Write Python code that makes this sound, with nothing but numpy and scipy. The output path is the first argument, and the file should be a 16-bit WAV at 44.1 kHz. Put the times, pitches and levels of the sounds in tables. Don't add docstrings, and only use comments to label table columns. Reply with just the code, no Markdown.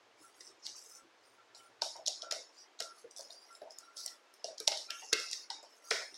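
import sys
import numpy as np
from scipy import signal
from scipy.fft import rfft, irfft
from scipy.io import wavfile
from scipy.ndimage import uniform_filter1d

SR = 44100
rng = np.random.default_rng(int(sys.argv[2]) if len(sys.argv) > 2 else 0)


def inscribe(sig):
    pcm = np.round(np.clip(np.atleast_2d(sig).T, -1, 1) * 32767)
    wavfile.write(sys.argv[1], SR, pcm.astype(np.int16))


def natural_amplitude(level_db):
    exponent = np.asarray(level_db, float) / 20
    return 10 ** exponent


N = 272097
T = np.arange(N) / SR


def colour(x, points):
    hz, db = np.transpose(points)
    f = np.maximum(np.arange(len(x) // 2 + 1) * SR / len(x), 1)
    gain = natural_amplitude(np.interp(np.log(f), np.log(hz), db))
    return irfft(rfft(x) * gain, len(x))


def unit(x):
    return x / np.sqrt(np.mean(x ** 2))


def band(x, lo_hz, hi_hz, order=2):
    edges = [lo_hz, min(hi_hz, SR / 2.2)]
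    return signal.sosfilt(signal.butter(order, edges, "band", fs=SR, output="sos"), x)


def add(out, start_s, x):
    i = int(start_s * SR)
    out[i:i + len(x)] += x[:N - i]


def walk(rate):
    hold = int(SR / rate)
    steps = np.repeat(rng.standard_normal(N // hold + 1), hold)
    return uniform_filter1d(uniform_filter1d(steps, hold), hold)[:N]


def swells(start, length, db, rise_db_s, fall_db_s):
    early = np.maximum(start[:, None] - T, 0)
    late = np.maximum(T - (start + length)[:, None], 0)
    return natural_amplitude(db[:, None] - rise_db_s * early - fall_db_s * late).sum(axis=0)


# frequency in Hz, relative level in dB.
WIRE_COLOUR = [(200, -74), (1500, -24.5), (2500, -16.5), (3500, -3.5), (5300, 4), (7000, -6), (10000, -13),
               (13000, -25.5), (16000, -33)]
# time in seconds, peak of the direct sound in dB, relative room feed in dB,
# thinness as a tilt of the wire colour in dB per octave.
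WIRE_TICKS = [(0.407, -32.5, -9, -6), (0.468, -33.5, -4, -4),  (0.665, -24, -7.5, -2),
              (0.779, -36, -1.5, -12), (1.5478, -31, -0.5, 2), (1.8189, -19, -48, -3),
              (1.8189, -18.5, -3, -2), (1.964, -32, -13, 2), (2.0624, -19, -0.5, -4.5),
              (2.074, -19, -28, -8.5),  (2.0798, -13, -25, -0.5),  (2.22, -21, -8.5, -4.5),
              (2.311, -18, -14, -3), (2.322, -18.5, -6.5, -1), (2.7902, -29, -6, -3),
              (2.803, -22.5, -8.5, 0), (2.822, -29, -4.5, 0.5), (3.11, -33, -8, 3), (3.163, -28.5, -6.5, 2),
              (3.1729, -30, -12, 7), (3.183, -31.5, -14, 4), (3.193, -35.5, -12, 7), (3.2077, -30, -18, 1),
              (3.3047, -31.5, -15, -1.5), (3.331, -36.5, -10, 0), (3.5504, -38.5, -18, -1),
              (3.6171, -36, -10, -1), (3.706, -32, -19, 6), (3.785, -30.5, -13.5, 7),
              (3.9693, -30.5, -0.5, -1), (4.0611, -20, -13, 6.5), (4.0775, -29, -6.5, -2),
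              (4.339, -38, -39, 6.5), (4.4427, -19.5, -5, -3), (4.5804, -26.5, -9, -1.5),
              (4.601, -20.5, -7.5, 2.5), (4.6762, -5.5, -13, -3.5), (4.681, -15, -15, 1),
              (4.718, -20.5, -3.5, -12), (4.773, -25, -3, 0), (4.9045, -24.5, -14, 4),
              (5.1268, -47.5, -15, -33), (5.1293, -9, -20.5, 1), (5.1339, -13, -8.5, -3.5),
              (5.1988, -25.5, -3, 1), (5.3125, -24.5, -4.5, 1.5), (5.33, -21.5, -10, -5.5),
              (5.5023, -20.5, -5, -4.5), (5.6275, -36.5, -1.5, 1), (5.9086, -17, -3, -4.5),
              (6.1424, -30, -0.5, -1.5)]


def ticks():
    near, far = np.zeros(N), np.zeros(N)
    lead = 256 / SR
    t = T[:1024] - lead - 0.0015
    decay = np.exp(-np.abs(t) / 0.0005) + natural_amplitude(0.5) * np.exp(-np.abs(t) / 0.00054)
    faint_before = natural_amplitude(-7.5) * np.exp(t / 0.0025)
    shape = np.where(t > 0, decay, faint_before)
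    hz, wire_db = np.transpose(WIRE_COLOUR)
    noises = rng.standard_normal((len(WIRE_TICKS), 1024))
    for (start, db, room_db, tilt_db), noise in zip(WIRE_TICKS, noises):
        tint = np.transpose([hz, wire_db + tilt_db * np.log2(hz / hz[0])])
        tick = colour(noise * shape, tint)
        tick = natural_amplitude(db) * tick / np.abs(tick).max()
        phases_only = irfft(np.exp(1j * np.angle(rfft(tick))))
        even = unit(colour(phases_only, tint))
        rung = loops(tick, noise)
        add(near, start - lead, natural_amplitude(db) * rung / np.abs(rung).max())
        add(far, start - lead, natural_amplitude(room_db) * tick.std() * loops(even, noise))
    return near, far


# frequency in Hz, mean level in dB above the broad colour.
LOOP_MODES = [(3470, -28.5), (3770, -0.5), (4150, -4.5), (4600, -7.5), (5300, -3), (5620, -9), (6750, 0)]


def loops(x, chance):
    width_hz, scatter_db = 100, 3
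    f = np.arange(len(x) + 1) * SR / len(x) / 2
    gain = 1
    for (hz, db), c in zip(LOOP_MODES, chance):
        gain = gain + natural_amplitude(db + scatter_db * c) / (1 + 2j * (f - hz) / width_hz)
    return irfft(rfft(x, 2 * len(x)) * gain * natural_amplitude(-4.5))


# start in seconds, length in seconds, scrape level in dB,
# scrape centre in Hz, fizz level in dB.
WALL_STROKES = [(0.19, 0.092, -61, 5320, -62), (0.36, 0.12, -57.5, 5330, -63),
                (0.638, 0.06, -49, 5510, -64), (0.648, 0.051, -55.5, 3800, -78),
                (0.757, 0.21, -57, 5530, -59.5), (1.236, 0.11, -64, 5190, -66),
                (1.56, 0.11, -69, 5440, -65), (2.536, 0.086, -56, 5100, -65), (2.96, 0.062, -59, 4860, -63),
                (3.154, 0.1, -55, 5160, -63.5), (3.304, 0.26, -58.5, 4900, -64.5),
                (3.521, 0.42, -71.5, 4640, -75.5), (3.721, 0.13, -60, 5100, -69.5),
                (3.974, 0.066, -48.5, 4870, -56), (4.353, 0.061, -61, 5100, -69),
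                (4.905, 0.036, -51.5, 2550, -98), (4.921, 0.178, -53, 5510, -62),
                (5.178, 0.23, -48, 5050, -65), (5.697, 0.094, -62, 5300, -65),
                (5.855, 0.11, -54, 5250, -58.5), (6.023, 0.16, -60, 5230, -65.5)]


def scrape():
    rise_db_s, fall_db_s = 422, 195
    drop_db = 76
    start, length, db, centre_hz, fizz_db = np.transpose(WALL_STROKES)
    uneven = np.minimum(rng.exponential(size=N // 16 + 1), 4).repeat(16)[:N]
    slips = rng.standard_normal(N) * natural_amplitude(3.84 * uneven)
    slips = unit(sum(natural_amplitude(1.8 * walk(16)) * band(slips, f, f + 400) for f in np.arange(1800, 15500, 400)))
    fizz = unit(colour(colour(slips, WIRE_COLOUR), [(5000, -16.5), (7500, 5.5), (16000, 11.5)]))
    out = fizz * swells(start, length, fizz_db, rise_db_s, fall_db_s)
    octaves = np.linspace(-2, 2, 33)
    for k in range(len(start)):
        first = max(int((start[k] - 0.2) * SR), 0)
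        part = slice(first, int((start[k] + length[k] + 0.3) * SR))
        hump = np.transpose([centre_hz[k] * 2 ** octaves, -drop_db * octaves ** 2])
        hiss = unit(colour(slips[part], hump))
        one = slice(k, k + 1)
        press = swells(start[one], length[one], db[one], rise_db_s, fall_db_s)
        out[part] += hiss * press[part]
    return out


# mean frequency in Hz, relative level in dB, t60 in seconds.
BOWL_MODES = [(370.7, 6.5, 0.041), (455, 11.5, 0.063), (540, -3, 0.15), (624.7, 9.5, 0.043),
              (672.7, -1, 0.055), (779.6, -3, 0.21), (900.3, 20.5, 0.037), (1325, 4, 0.05),
              (1521, 24, 0.014), (1780, 18.5, 0.01), (1930, 13.5, 0.027), (2148, 2, 0.14), (2259, 9, 0.019),
              (2708, 11, 0.029), (2810, 17, 0.032)]
# time in seconds, relative level of the low modes in dB, low centre in Hz,
# relative level of the upper modes and rattle in dB, upper centre in Hz.
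BOWL_KNOCKS = [(0.407, -45, 380, -57, 1890), (0.655, -52, 1026, -48.5, 2040), (1.546, -44, 700, -54, 2900),
               (1.819, -32.5, 719.5, -43.5, 1460), (1.954, -39.5, 604, -46, 1146),
               (2.079, -39, 678, -51.5, 1700), (2.228, -42.5, 660, -47, 1290), (2.311, -45, 510, -40, 1810),
               (2.323, -36.5, 660, -81, 2120), (2.803, -36, 547, -43, 1960), (3.04, -48, 455, -52, 1470),
               (3.193, -41, 560, -47, 1060), (3.298, -43, 700, -57, 2360), (3.617, -38.5, 558, -50, 1630),
               (3.67, -44.5, 724, -56, 2050), (4.056, -45.5, 726, -47, 2050), (4.444, -33, 571, -51, 2440),
               (4.603, -46.5, 450, -47, 1610), (4.677, -31, 712, -38, 2120), (4.903, -45.5, 605, -40, 2620),
               (5.019, -45, 725, -46.5, 2560), (5.128, -30, 393, -30.5, 1870),
               (5.329, -46.5, 540, -43, 1980), (5.502, -40.5, 777, -45, 1780),
               (5.629, -48.5, 653, -50.5, 1540), (5.911, -30.5, 540, -29, 1750), (6.01, -46, 538, -51, 950)]


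def knocks():
    out, t = np.zeros(N), T[:8192]
    hz, mode_db, t60 = np.array(BOWL_MODES).T[:, :, None]
    chances = rng.standard_normal((len(BOWL_KNOCKS), 2, len(BOWL_MODES), 1))
    noises = rng.standard_normal((len(BOWL_KNOCKS), len(t)))
    push = 1 - np.exp(-t / 0.001)
    for (start, db, low_hz, up_db, up_hz), (detune, scatter), noise in zip(BOWL_KNOCKS, chances, noises):
        low = natural_amplitude(db - 1.5) * np.exp(-(np.log(hz / low_hz) / 0.16) ** 2)
        upper = natural_amplitude(up_db - 10) * np.exp(-(np.log(hz / up_hz) / 0.3) ** 2)
        level = (low + upper) * natural_amplitude(mode_db + 2.0 * scatter)
        rings = np.sin(2 * np.pi * hz * (1 + 0.019 * detune) * t) * np.exp(-np.log(1000) * t / t60)
        rattle = natural_amplitude(up_db + 13) * band(noise * np.exp(-t / 0.005), up_hz / 1.85, up_hz * 1.87)
        add(out, start, push * (np.sum(level * rings, axis=0) + rattle))
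    return band(out, 347, 6800, order=3)


# start in seconds, length in seconds, rms level in dB before flutter.
WALL_SINGS = [(0.241, 0.022, -57), (0.905, 0.09, -59), (1.385, 0.032, -58), (1.545, 0.12, -58.5),
              (2.225, 0.066, -52), (2.794, 0.13, -55.5), (3.488, 0.058, -53.5), (3.777, 0.17, -58),
              (3.986, 0.34, -59), (4.89, 0.07, -52), (5.123, 0.12, -52.5), (5.8, 0.13, -57.5)]


def sing():
    centre_hz, waver_hz = 1362, 8
    phase = 2 * np.pi * np.cumsum(centre_hz + waver_hz * walk(30)) / SR
    tone = np.sqrt(2) * np.sin(phase)
    level = swells(*np.transpose(WALL_SINGS), rise_db_s=600, fall_db_s=191)
    return tone * level * natural_amplitude(1.5 * walk(50))


# frequency in Hz, t60 in seconds.
ROOM_DECAY = [(300, 0.41), (1000, 0.68), (3000, 0.62), (6000, 0.42), (12000, 0.97)]


def room(x):
    hz, t60 = np.transpose(ROOM_DECAY)
    t, tail = T[:SR // 2], 0
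    for f in 250 * 2. ** np.arange(7):
        decay = np.exp(-np.log(1000) * t / np.interp(np.log(f), np.log(hz), t60))
        tail = tail + band(rng.standard_normal(len(t)), f / np.sqrt(2), f * np.sqrt(2)) * decay
    tail = tail * (1 - np.exp(-t / 0.0045))
    return signal.fftconvolve(x, tail / np.sqrt(np.sum(tail ** 2)))[:N]


# frequency in Hz, relative level per Hz in dB.
HOUSE_COLOUR = [(40, -10.5), (150, -25.5), (330, -3), (460, -2.5), (1000, -4), (2000, -8), (5000, -14.5),
                (6500, -18), (8000, -25), (11500, -34.5), (16000, -43)]
# time in seconds, peak level in dB.
HUM_LEVEL = [(0, -70.5), (.9, -72), (1.2, -71.5), (1.9, -65.5), (2.25, -72), (2.45, -80), (6.17, -105)]


def house():
    noise_db = -48.5 + 0.5 * rng.standard_normal()
    noise = unit(colour(rng.standard_normal(N), HOUSE_COLOUR)) * natural_amplitude(noise_db)
    hum = natural_amplitude(np.interp(T, *np.transpose(HUM_LEVEL))) * np.sin(2 * np.pi * 120 * T)
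    return noise + hum


def scene():
    near, far = ticks()
    bowl, drag = knocks(), scrape()
    reverb = room(natural_amplitude(8.5) * far + bowl + natural_amplitude(-11.5) * drag)
    mono = near + bowl + drag + sing() + reverb + house()
    return np.array([mono, mono])


def suppress(x):
    memory, release, floor_db = 0.97, 0.85, -18
    z = signal.stft(x, nperseg=384, noverlap=192)[2]
    power = np.abs(z) ** 2
    smooth = uniform_filter1d(power, size=11, axis=1)
    quiet = 0.95 * np.percentile(smooth, 15, axis=1) + 1e-18
    gain, last, held = np.empty(power.shape), 0, 0
    for i, ratio in enumerate(power.T / quiet):
        snr = memory * last + (1 - memory) * np.maximum(ratio - 1, 0)
        wiener = snr / (1 + snr)
        last = wiener ** 2 * ratio
        held = np.maximum(wiener, release * held)
        gain[:, i] = np.maximum(held, natural_amplitude(floor_db))
    return signal.istft(z * gain, nperseg=384, noverlap=192)[1][:N]


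# frequency in Hz, level in dB relative to the middle.
SIDE_COLOUR = [(3000, -58), (4600, -15.5), (9000, -4)]


def side_noise(x):
    patch = SR // 16
    on = (rng.random(N // patch + 1) < 0.25).repeat(patch)[:N]
    on = uniform_filter1d(1. * on, size=256)
    noisy = signal.fftconvolve(x, rng.standard_normal(64) / 8)[:N]
    return on * colour(noisy, SIDE_COLOUR)


def low_pass(x):
    return signal.sosfilt(signal.butter(12, 16480, fs=SR, output="sos"), x)


def record(dry):
    thin = signal.sosfilt(signal.butter(3, 150, "high", fs=SR, output="sos"), dry[0])
    band_limit = signal.ellip(8, 0.2, 70, 16200, fs=SR, output="sos")
    middle = signal.sosfilt(band_limit, suppress(thin))
    finished = middle + np.array([[1], [-1]]) * side_noise(middle)
    return low_pass(finished)


dry = scene()
out = record(dry)
inscribe(out)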